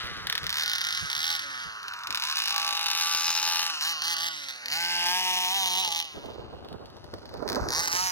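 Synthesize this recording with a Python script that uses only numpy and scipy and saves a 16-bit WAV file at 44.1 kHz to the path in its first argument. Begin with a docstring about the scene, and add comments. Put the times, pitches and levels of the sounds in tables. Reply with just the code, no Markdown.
"""Open grass in gusty wind: a small two-stroke petrol buggy blips its throttle, drives past and races away.
The crank pumps a drone on every turn; the charge fires on every turn or every few, each burn a sharp crack.
Piston slap, rattle, intake roar and jet hiss join in; a reflection off the grass colours the engine.
Wind noise is mostly independent at the two microphone ports; buffets hit fast and die slower."""
import sys
import numpy as np
from scipy import signal
from scipy.fft import rfft, irfft, next_fast_len
from scipy.io import wavfile
from scipy.ndimage import uniform_filter1d, map_coordinates

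SR = 44100
rng = np.random.default_rng(int(sys.argv[2]) if len(sys.argv) > 2 else 0)


def output_pcm(signal):
    """Save a mono or channel-first signal as 16-bit PCM at the path in sys.argv[1].

    Samples are clipped to [-1, 1] before scaling.
    """
    pcm = np.clip(np.atleast_2d(signal).T, -1, 1) * 32767
    wavfile.write(sys.argv[1], SR, np.round(pcm).astype(np.int16))


N = 358001

# wind floor: (time [s], rumble [dB], flutter [dB], left minus right [dB])
WIND_FLOOR = [(0, -49, -49.5, -1.5), (.9, -58, -67, -5.5), (1.5, -61, -64, -3), (2.4, -69, -68.5, -1),
              (3.4, -77, -72, -12), (4.7, -70, -67.5, 3), (5.8, -63, -57, 1.5), (6.12, -66.5, -64, 3),
              (6.2, -49, -42.5, -3), (7.2, -51, -51, -4), (7.55, -39.5, -30.5, -7), (7.85, -50, -43, -6.5),
              (8.12, -53, -53, 3)]
# buffets: (time of peak [s], rumble [dB], flutter [dB])
BUFFETS = [(.04, -43, -53), (.11, -40.5, -55), (.18, -40.5, -47), (.255, -41, -51), (.43, -37, -45),
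           (.48, -42, -60), (.68, -70, -61), (1.02, -42, -48), (1.179, -53, -67), (1.665, -49, -56),
           (2.1, -50, -49), (6.17, -42, -37), (6.3, -44, -38), (6.39, -42, -47), (6.53, -40, -38),
           (6.721, -37, -38), (6.811, -45, -40), (6.857, -50, -46), (6.97, -47, -43.5), (7.041, -48, -44),
           (7.14, -45, -39), (7.278, -53, -46), (7.361, -46, -35.5), (7.459, -44, -32), (7.511, -48, -30),
           (7.57, -56, -25), (7.619, -29.5, -32), (7.658, -35, -28), (7.78, -38, -37),
           (7.939, -43.5, -40.5)]
# wind spectra, relative: (frequency [Hz], level [dB])
RUMBLE_SPECTRUM = [(20, -37), (35, -5), (65, 7.5), (110, 4), (190, 1), (330, -46)]
FLUTTER_SPECTRUM = [(120, -22.5), (230, -1.5), (380, 1), (600, -1.5), (900, -6.5), (1500, -15.5),
                    (3000, -51)]
GUST_RISE_DB_PER_S, GUST_FALL_DB_PER_S = 504, 191
VEER_DB, RUMBLE_LEFT_DB = -3, 6

# bearing of the buggy: (time [s], lag of right port [ms])
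BEARING = [(0, .105), (.3, .1), (.75, .19), (1.25, .215), (1.6, .205), (2.1, .13), (2.6, .125), (3.3, .055),
           (3.6, .08), (3.85, .155), (4.3, .228), (4.55, .205), (4.9, .122), (5.1, .113), (5.5, .142),
           (5.8, .2), (6.25, .176), (6.75, .096), (7.3, .132), (7.6, .14), (7.88, .238), (8.12, .33)]
# bounce off the grass: (time [s], delay [ms], level [dB])
GRASS_BOUNCE = [(0, .55, -9), (1.5, .55, -9), (2.0, .78, -7), (3.0, .78, -5), (3.3, .78, -5),
                (3.6, .74, -6), (4.0, .7, -7), (4.7, .43, -4), (5.2, .36, -3), (5.6, .31, -4),
                (6.0, .31, -4), (6.3, .3, -9), (7.0, .2, -7), (7.45, .17, -2), (7.7, .165, -2),
                (7.9, .142, -2), (8.12, .14, -2)]
GRASS_TOP_HZ = 6600
AHEAD_PAN_DB, PAN_DB_PER_MS = 3.33, -26  # left minus right
# treble as the tailpipe swings to and from the listener: (time [s], level [dB])
TAILPIPE_TREBLE = [(0, -4), (1.0, 0.5), (1.8, -2), (2.3, -0.5), (2.8, -0.5), (3.2, 5.5), (3.7, 1.5),
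                   (4.3, -0.5), (4.8, -0.5), (5.2, 0.5), (5.9, 0.5), (6.5, -4.5), (7.0, -2.5), (7.4, -4),
                   (7.7, 1.5), (8.12, 3.5)]

# speed the crank heads for after each throttle move: (time [s], crank speed [Hz])
THROTTLE_MOVES = [(0, 65.6), (0.249, 119.9), (.38, 76.8), (0.451, 122.2), (.5, 164.9), (.7, 122.9),
                  (.83, 157.9), (.97, 65.4), (1.09, 139.1), (1.139, 168), (1.33, 65.5), (1.84, 89.6),
                  (2.07, 112), (2.14, 135.9), (2.21, 161.4), (3.33, 168.8), (3.551, 160.5), (3.69, 65.9),
                  (3.806, 174.5), (3.91, 63.7), (4.005, 178), (4.101, 109.5), (4.18, 172.9), (4.265, 78.2),
                  (4.668, 179.5), (4.8, 172.6), (5.08, 185.2), (5.2, 180.6), (5.49, 206), (5.56, 132),
                  (5.671, 172.5), (5.74, 195.5), (5.811, 49.53), (5.9, 167.6), (5.991, 135.2), (6.05, 75.1),
                  (6.9, 80), (7.26, 89.4), (7.33, 59.97), (7.46, 117.3), (7.574, 85.15), (7.69, 184.5),
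                  (7.82, 140.1), (7.911, 190), (8.05, 131.2)]
START_HZ, FULL_HZ = 132, 168
PICKUP_S, SAG_S = .07, .45  # time constants of running up and down
CREEP_HZ_PER_S = 6.0  # slow gain while held open
WOBBLE_TURNS = .002
# load on the drive, which takes up the play: (time [s], 0 coasting to 1 pulling [-])
DRIVE_LOAD = [(0, 0), (.45, 0), (.55, .6), (.95, .6), (1.0, 0), (1.1, 0), (1.17, .7), (1.36, .7), (1.42, 0),
              (2.1, 0), (2.25, .75), (3.7, .75), (3.75, .3), (3.82, 1), (4.3, 1), (4.36, 0), (4.65, 0),
              (4.75, 1), (6.03, 1), (6.1, .3), (7.66, .3), (7.8, .8), (8.12, 1)]
# engine levels, the last two before speed scaling:
# (time [s], drone above 1 kHz [dB], drone below 1 kHz [dB], clatter [dB])
ENGINE_LEVELS = [(0, -39.5, -81, -24.5), (.31, -43, -72, -25.5), (.7, -39, -84, -31),
                 (1.1, -38, -59, -32.5), (1.31, -34, -47, -31), (1.45, -39.5, -61, -34),
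                 (1.63, -38, -48, -27), (1.78, -44, -45, -30), (1.95, -43, -70, -27), (2.31, -38, -94, -31),
                 (2.55, -49, -31, -33), (3.12, -40, -41, -31.5), (3.5, -51, -32, -35),
                 (3.85, -58, -40, -30.5), (4.2, -64, -37.5, -33.5), (4.65, -44, -40, -34.5),
                 (4.85, -35, -37.5, -26.5), (5.11, -45.5, -28, -24), (5.25, -50, -31, -21),
                 (5.85, -59, -33, -29), (6.0, -50, -44, -38), (6.2, -50, -58, -44), (6.7, -64, -52, -37),
                 (7.0, -58, -42, -34.5), (7.42, -74, -36, -26.5), (7.55, -45, -33, -25.5),
                 (7.85, -72, -53.5, -28.5), (8.0, -44, -36.5, -24.5), (8.12, -57, -40.5, -31)]
# low drone gain as the crank nears the pipe's tune: (crank speed [Hz], gain [dB])
PIPE_TUNE = [(80, -27), (150, -3.5), (168, 2.5), (200, 0.5)]
# noise between cracks, lower at a clean full-throttle pull: (time [s], gain [dB])
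BETWEEN_CRACKS = [(0, -2), (.4, -2), (.5, 0), (4.7, 0), (4.8, -4), (5.05, -4), (5.12, -11), (5.55, -10),
                  (5.8, -6), (5.86, -2), (6.1, 0), (7.4, 0), (7.47, -4), (7.85, -5), (7.93, -9), (8.12, -9)]

# intake roar: (time [s], level [dB])
INTAKE_ROAR = [(0, -45), (.3, -49), (.55, -44), (1.2, -47), (1.67, -50), (1.9, -44), (2.5, -47),
               (3.16, -49), (4.16, -48), (4.34, -55), (4.68, -55), (4.97, -49), (5.63, -53), (6.24, -61),
               (7.0, -66), (7.4, -61), (7.6, -44), (8.12, -50)]
# intake resonances: (frequency [Hz], width [Hz], level [dB])
INTAKE_MODES = [(1179, 375, -1), (1500, 450, 1)]
SIZZLE_DB, SIZZLE_MS = -22, 3.94

# casing resonances: (frequency [Hz], width [Hz], level [dB])
CASING_MODES = [(1890, 960, -23), (2635, 720, 3.5), (4070, 410, 4.5), (5500, 2100, 2.5), (6670, 1300, -3),
                (10000, 2100, -23.5)]
# silencer resonances: (frequency [Hz], width [Hz], level [dB])
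SILENCER_MODES = [(2007, 60, 7.5), (2520, 170, -5), (2893, 350, 8.5), (3794, 96, 8.5), (4210, 610, 5.5),
                  (5060, 1620, 0.5), (6250, 71, -13)]
CLATTER_DB_PER_OCTAVE = 23
PLAY_TURNS, TAUT_DB = .02, -7  # bore play when coasting; rattle gain at full load

# crank orders under load, relative: (multiple of crank speed [-], level [dB])
LOADED_ORDERS = [(1, -25), (2, -25), (3, -30), (4, -10), (5, 1), (6, -10), (7, 3), (8, -9), (9, 1),
                 (10, -6), (11, -6), (12, -6)]
# orders 1-12 off load, relative: level [dB]
COASTING_ORDERS = [-27, -20, -34.5, -10, -6, -2, -0.5, -0.5, -0.5, 2, 0.5, 0]
# the 7th and 9th orders shift as the pipe swings round: (time [s], 7th [dB], 9th [dB])
ORDER_ACCENT = [(0, 0, 0), (.6, 2, 10.5), (1.0, -10, 9), (1.3, -7, 5.5), (2.3, 3, -11), (2.95, -2.5, 0),
                (3.15, 6, 14), (3.4, -5, -19), (3.7, 6, 7), (4.3, 1, 9), (4.8, -0.5, 7.5),
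                (5.15, -2.5, 13.5), (5.3, -1, -27), (6.0, -0.5, -11), (7.7, 25, 4), (8.12, -1, -36)]
# lowest orders: (time [s], level [dB])
LOW_HUM = [(0, -73.5), (1.35, -86), (1.45, -65.5), (1.62, -76), (1.85, -80), (2.1, -79), (2.4, -77),
           (3.5, -72.5), (4.4, -68.5), (4.55, -79), (4.62, -85), (4.7, -64), (5.1, -62), (5.8, -62),
           (6.05, -80.5), (8.12, -81)]
DRONE_TOP_HZ, TAIL_DB_PER_ORDER, DRONE_LEAD_TURNS = 2160, .8, .4

# runs of burns, on throttle or running down, level before scatter:
# (start [s], end [s], interval between burns [turns], chance of one more missed turn [0-1], level [dB])
BURN_RUNS = [(0.03, .075, 1, .1, -26.5), (0.14, .24, 3, .5, -34), (0.507, 0.644, 2, .1, -11),
             (0.658, 0.755, 3, 0, -11.5), (.846, 0.943, 3, 0, -11.5), (1.101, 1.224, 2, .3, -13),
             (1.23, 1.366, 2, 0, -12), (2.143, 2.343, 2, .2, -12), (2.355, 2.95, 2, .6, -10.5),
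             (2.963, 3.686, 2, .01, -12), (3.82, 3.924, 1, .1, -15), (4.039, 4.145, 1, .05, -14),
             (4.184, 4.29, 1, .3, -14), (4.483, 4.51, 1, 0, -21), (4.7, 4.828, 1, .1, -13),
             (4.835, 5.045, 2, .1, -13.5), (5.057, 5.197, 1, 0.02, -11), (5.208, 5.817, 1, 0.05, -12.5),
             (5.823, 5.961, 2, .3, -14), (5.959, 5.974, 1, 0, -13.5), (5.976, 5.991, 1, 0, -16.5),
             (6.107, 6.356, 1, .1, -39), (6.399, 7.12, 4, .5, -65), (7.477, 7.563, 1, .4, -14.5),
             (7.689, 7.751, 1, .5, -12), (7.752, 7.815, 1, 0, -13), (7.82, 7.861, 1, 0, -15.5),
             (7.877, 7.885, 1, 0, -9.5), (7.901, 7.911, 1, 0, -22), (7.917, 8.107, 1, 0, -13.5)]
# single pops, at low speed and between runs, with a few sharp wind knocks after 6.8 s: (time [s], level [dB])
SINGLE_POPS = [(.2695, -9.5), (.2982, -6.5), (.3252, -7), (.3522, -8), (.3782, -8.5), (.4309, -20),
               (.441, -18), (.4663, -10), (.4931, -10.5), (.7575, -12), (.7821, -11), (.8082, -16),
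               (.814, -10.5), (.8405, -14.5), (.9487, -12.5), (.9742, -14.5), (1.3931, -13.5),
               (1.8299, -24), (1.8813, -17.5), (1.9357, -19.5), (1.9892, -25), (2.0347, -21), (2.0707, -15),
               (2.1052, -11), (2.1252, -15), (3.6988, -13), (3.8095, -13), (4.0198, -11.5), (4.1664, -12.5),
               (4.5595, -26), (4.6578, -14.5), (4.6827, -15.5), (6.0003, -10), (6.0125, -18), (6.0245, -18),
               (6.043, -24), (6.052, -25), (6.258, -31), (6.6466, -34), (6.6857, -32), (6.7271, -31),
               (6.857, -33), (6.9, -37), (6.9666, -35), (7.042, -32), (7.1382, -25), (7.185, -36),
               (7.219, -40), (7.2554, -29), (7.292, -31), (7.3393, -27), (7.3752, -34), (7.424, -32)]
WEAK_BURN_DB = -20  # turns between burns
SPARK_TURN, SPARK_SCATTER_TURNS = .02, .003  # place in the turn, spread
# pipe resonances: (frequency [Hz], width [Hz], level [dB])
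PIPE_MODES = [(774.7, 111, 12.5), (901, 198, 14.5), (1051, 254, 9.5), (1544, 74, 11.5), (1785, 168, 10)]
# colour of the shock, relative: (frequency [Hz], level [dB])
SHOCK_SPECTRUM = [(900, -35), (1500, -7.5), (2500, 1.5), (4000, 5.5), (6200, 0), (7200, -6), (8300, -8),
                  (10500, -3), (13000, -7), (15500, -29)]
CRACK_MS, BLAST_MS, PIPE_ECHO_MS = 0.24, 3.5, 3.45
BLAST_DB, THUMP_DB, RING_DB, PIPE_ECHO_DB = -22, -1, -6, -7

CUTOFF_HZ, OVERLOAD = 16900, .4


def from_db(db):
    """Decibels to gain."""
    return 10 ** (np.asarray(db) / 20)


def rms_one(x):
    """Scale to unit rms."""
    return x / np.sqrt(np.mean(x ** 2) + 1e-20)


def in_time(rows):
    """Table columns as curves, one value a sample."""
    s, *columns = np.transpose(rows)
    return [np.interp(np.arange(N) / SR, s, c) for c in columns]


def shaped(x, points):
    """Colour by a (Hz, dB) spectrum, interpolated on log frequency."""
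    size = next_fast_len(N + 4096)
    hz = np.arange(size // 2 + 1) * SR / size + 1
    point_hz, point_db = np.transpose(points)
    gain = from_db(np.interp(np.log(hz), np.log(point_hz), point_db))
    return irfft(rfft(x, size) * gain, size)[..., :N]


def resonate(x, modes):
    """Parallel two-pole resonances with alternating signs."""
    out = np.zeros(N)
    for k, (hz, width_hz, db) in enumerate(modes):
        r = np.exp(-np.pi * width_hz / SR)
        a = [1, -2 * r * np.cos(2 * np.pi * hz / SR), r * r]
        out += (-1) ** k * from_db(db) * signal.lfilter([1 - r * r, 0, r * r - 1], a, x + 1e-18)
    return out


def decaying(x, fade_ms):
    """Exponential tail after each click."""
    return signal.lfilter([1], [1, -np.exp(-1000 / (fade_ms * SR))], x)


def filtered(x, order, hz, kind="low"):
    """Butterworth filter."""
    return signal.sosfilt(signal.butter(order, hz, kind, fs=SR, output="sos"), x)


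def split(x, high_db, low_db):
    """Separate gains above and below about 1 kHz."""
    return from_db(high_db) * filtered(x, 4, 1030, "high") + from_db(low_db) * filtered(x, 4, 1030)


def delayed(x, ms):
    """Read x late by a fixed or moving delay."""
    return map_coordinates(x, [np.arange(N) - ms * SR / 1000], order=3)


def drift(rate_hz):
    """Slow random curve of unit rms: noise through a double one-pole low-pass."""
    r = np.exp(-2 * np.pi * rate_hz / SR)
    return rms_one(signal.lfilter([1], [1, -2 * r, r * r], rng.standard_normal(N + SR))[SR:])


def clicks(seconds, sizes):
    """One click at each time."""
    out = np.zeros(N)
    np.add.at(out, np.clip(np.asarray(seconds) * SR, 0, N - 1).astype(int), sizes)
    return out


def wind():
    """Lumpy low noise, mostly unrelated at the two ports; buffets hit fast and die slower."""
    rumble_db, flutter_db, pan_db = in_time(WIND_FLOOR)
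    for s, gust_rumble_db, gust_flutter_db in BUFFETS:
        late_s = np.arange(N) / SR - s
        off_db = np.where(late_s < 0, GUST_RISE_DB_PER_S * late_s, -GUST_FALL_DB_PER_S * late_s)
        rumble_db = np.maximum(rumble_db, gust_rumble_db + off_db)
        flutter_db = np.maximum(flutter_db, gust_flutter_db + off_db)
    pan_db = pan_db + VEER_DB * drift(13.0)
    across = rng.standard_normal(N)  # big eddies push one port and pull the other
    out = np.zeros((2, N))
    for side in range(2):
        sign = 1 - 2 * side
        lean_db = pan_db / 2 * sign
        eddies = rng.standard_normal(N) + 0.63 * sign * across
        rumble = rms_one(shaped(eddies, RUMBLE_SPECTRUM) * from_db(3.0 * drift(18.0)))
        flutter = shaped(rng.standard_normal(N), FLUTTER_SPECTRUM)
        flutter = rms_one(flutter * from_db(3.5 * drift(60) + 2.2 * drift(18)))
        side_db = RUMBLE_LEFT_DB / 2 * (0.44 - 1.93 * side)
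        out[side] = from_db(lean_db + side_db + rumble_db) * rumble
        out[side] += from_db(lean_db + flutter_db) * flutter
    return out


def crank_speed():
    """After each throttle move the crank runs up quickly or sags slowly towards its new speed."""
    t, speed_hz, now_hz = np.arange(N) / SR, np.zeros(N), START_HZ
    ends_s = [s for s, _ in THROTTLE_MOVES[1:]] + [N / SR]
    for (start_s, goal_hz), end_s in zip(THROTTLE_MOVES, ends_s):
        held = (t >= start_s) & (t < end_s)
        since_s, opening = t[held] - start_s, goal_hz > now_hz
        approach = np.exp(-since_s / (PICKUP_S if opening else SAG_S))
        creep_hz = opening * CREEP_HZ_PER_S * since_s
        speed_hz[held] = goal_hz + creep_hz + (now_hz - goal_hz) * approach
        now_hz = speed_hz[held][-1]
    return uniform_filter1d(speed_hz, size=SR // 50)  # the flywheel rounds the corners


def intake(turns):
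    """Air gulped through the carburettor once a turn: pulsed noise in the intake resonances."""
    roar_db, = in_time(INTAKE_ROAR)
    gulp = 1 + 1.3 * np.cos(2 * np.pi * turns)
    air = rms_one(resonate(gulp * rng.standard_normal(N), INTAKE_MODES))
    return from_db(roar_db + 1.5 * drift(20)) * air


def clatter(turns, clatter_db, load):
    """The piston slaps at both ends of its stroke; gears and clutch rattle unevenly in the casing."""
    t, strokes = np.arange(N) / SR, np.arange(0, turns[-1], .5)
    slack = 1 - .85 * np.interp(strokes, turns, load)
    loose = strokes + PLAY_TURNS * slack * rng.standard_normal(len(strokes))
    # every other slap is 5 dB weaker
    slap_db = 2.0 * slack * rng.standard_normal(len(strokes)) - 10 * (strokes % 1)
    slaps = clicks(np.interp(loose, turns, t), from_db(slap_db))
    grains = rng.standard_normal(N) * from_db(2.8 * drift(790))
    rattle = from_db(TAUT_DB * load) * rms_one(resonate(grains, CASING_MODES))
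    mix = .7 * rms_one(resonate(slaps, SILENCER_MODES)) + .75 * rattle
    return from_db(clatter_db + 1.0 * drift(27)) * mix


def crank_order(k, level_db, turns):
    """One order of the crank speed, wavering in level and phase; higher ones waver more in phase."""
    waver = from_db(2.0 * drift(8)) * np.exp(.03j * k * drift(20))
    phase = 2 * np.pi * k * (turns + DRONE_LEAD_TURNS) + k * k
    return from_db(level_db) * np.imag(waver * np.exp(1j * phase))


def drone(turns, high_db, low_db, load):
    """Pumping once a turn: a sum of crank orders whose balance follows the load."""
    accent_db = dict(zip((7, 9), in_time(ORDER_ACCENT)))
    levels = []
    for (k, db), coasting_db in zip(LOADED_ORDERS, COASTING_ORDERS):
        levels.append((k, load * (db + accent_db.get(k, 0)) + (1 - load) * coasting_db))
    last_db = levels[-1][1]
    levels += [(k, last_db - TAIL_DB_PER_ORDER * (k - 12)) for k in range(13, 25)]
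    orders = [crank_order(k, db, turns) for k, db in levels]
    hum_db, = in_time(LOW_HUM)
    hum = sum(orders[:3]) + from_db(-5) * (1 - load) * orders[3]
    hum = hum / from_db(LOADED_ORDERS[0][1])
    body = filtered(sum(orders[3:]), 3, DRONE_TOP_HZ)
    return split(rms_one(body), high_db, low_db) + from_db(hum_db) * hum


def burns(turns):
    """In runs the engine fires on every turn or every few turns; any turns between burn weakly."""
    t = np.arange(N) / SR
    times_s, levels_db = [s for s, _ in SINGLE_POPS], [db for _, db in SINGLE_POPS]
    for start_s, end_s, every, miss, run_db in BURN_RUNS:
        luck, dice = rng.standard_normal((200, 2)), rng.random(200)
        first_turn = round(np.interp(start_s, t, turns) - SPARK_TURN) + SPARK_TURN
        due = 0
        for k in range(int(np.interp(end_s, t, turns) - first_turn) + 1):
            spark = first_turn + k + SPARK_SCATTER_TURNS * luck[k, 1]
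            fires = k == due
            if fires:
                late, early = dice[k] < miss, dice[k] > 1 - miss / 4  # now and then it catches early
                due += max(1, round(every) + int(late) - int(early))
            spread_db = 1.8 if fires else 3.5
            times_s.append(np.interp(spark, turns, t))
            levels_db.append(run_db + (not fires) * WEAK_BURN_DB + spread_db * luck[k, 0])
    return clicks(times_s, from_db(levels_db))


def sizzle(fired):
    """The jet's top hiss after each burn scatters, so the ports hear it unalike."""
    hiss = filtered(rng.standard_normal((2, N)), 4, 8800, "high")
    return from_db(SIZZLE_DB) * delayed(decaying(fired, SIZZLE_MS), 0.32) * hiss


def exhaust(fired, low_db, between_db):
    """Each burn: shock, silencer ring and gas blast, with their return along the pipe, plus a thump."""
    u = np.arange(-1, 1, 2000 / (CRACK_MS * SR))
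    pulse = np.where(u < 0, 1 + u, u - 1)  # rises, then snaps over
    shock = np.convolve(fired, pulse)[:N]
    gas = rms_one(resonate(rng.standard_normal(N), CASING_MODES[:-1]))
    blast = decaying(fired, BLAST_MS) * gas
    bright = shaped(shock, SHOCK_SPECTRUM)
    bright = bright + from_db(RING_DB + between_db / 2) * resonate(fired, SILENCER_MODES)
    bright = bright + from_db(BLAST_DB + between_db) * blast
    # the open end turns the wave over
    bright = bright - from_db(PIPE_ECHO_DB + between_db) * delayed(bright, PIPE_ECHO_MS)
    thump = split(resonate(fired, PIPE_MODES), 0, low_db - np.max(low_db))
    return bright + from_db(THUMP_DB) * thump


def at_ports(engine):
    """Tailpipe treble, grass bounce, then arrival a little earlier on the left, with scatter."""
    treble_db, = in_time(TAILPIPE_TREBLE)
    engine = engine + (from_db(treble_db) - 1) * shaped(engine, [(3300, -28), (5500, 5)])
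    bounce_ms, bounce_db = in_time(GRASS_BOUNCE)
    # grass swallows the treble
    dulled = shaped(engine, [(GRASS_TOP_HZ / 2, 0), (GRASS_TOP_HZ, -9), (2 * GRASS_TOP_HZ, -20)])
    engine = engine + from_db(bounce_db) * delayed(dulled, bounce_ms)
    lag_ms, = in_time(BEARING)
    pan_db = AHEAD_PAN_DB + PAN_DB_PER_MS * lag_ms
    left = from_db(pan_db / 2) * delayed(engine, 1 - lag_ms / 2)
    right = from_db(-pan_db / 2) * delayed(engine, 1 + lag_ms / 2)
    scatter = np.array([delayed(engine, 7.3), -delayed(engine, 11.0)])  # off bushes and bystanders
    return np.array([left, right]) + from_db(-14) * scatter


def scene():
    """Wind over grass and the engine; drone, slaps, roar and runs of burns follow one crank."""
    speed_hz = crank_speed()
    turns = np.cumsum(speed_hz) / SR + WOBBLE_TURNS * drift(25)
    high_db, low_db, clatter_db = in_time(ENGINE_LEVELS)
    low_db = low_db + np.interp(speed_hz, *np.transpose(PIPE_TUNE))
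    clatter_db = clatter_db + CLATTER_DB_PER_OCTAVE * np.log2(speed_hz / FULL_HZ)
    (load,), (between_db,) = in_time(DRIVE_LOAD), in_time(BETWEEN_CRACKS)
    fired = burns(turns)
    engine = intake(turns) + clatter(turns, clatter_db + between_db, load)
    engine = engine + drone(turns, high_db, low_db, load) + exhaust(fired, low_db, between_db)
    return wind() + sizzle(fired) + at_ports(engine)


def record(dry):
    """The highest peaks are rounded, the top is cut."""
    rounded = OVERLOAD * np.tanh(dry / OVERLOAD)
    return signal.sosfilt(signal.cheby2(12, 60, CUTOFF_HZ, fs=SR, output="sos"), rounded)


dry = scene()
out = record(dry)
output_pcm(out)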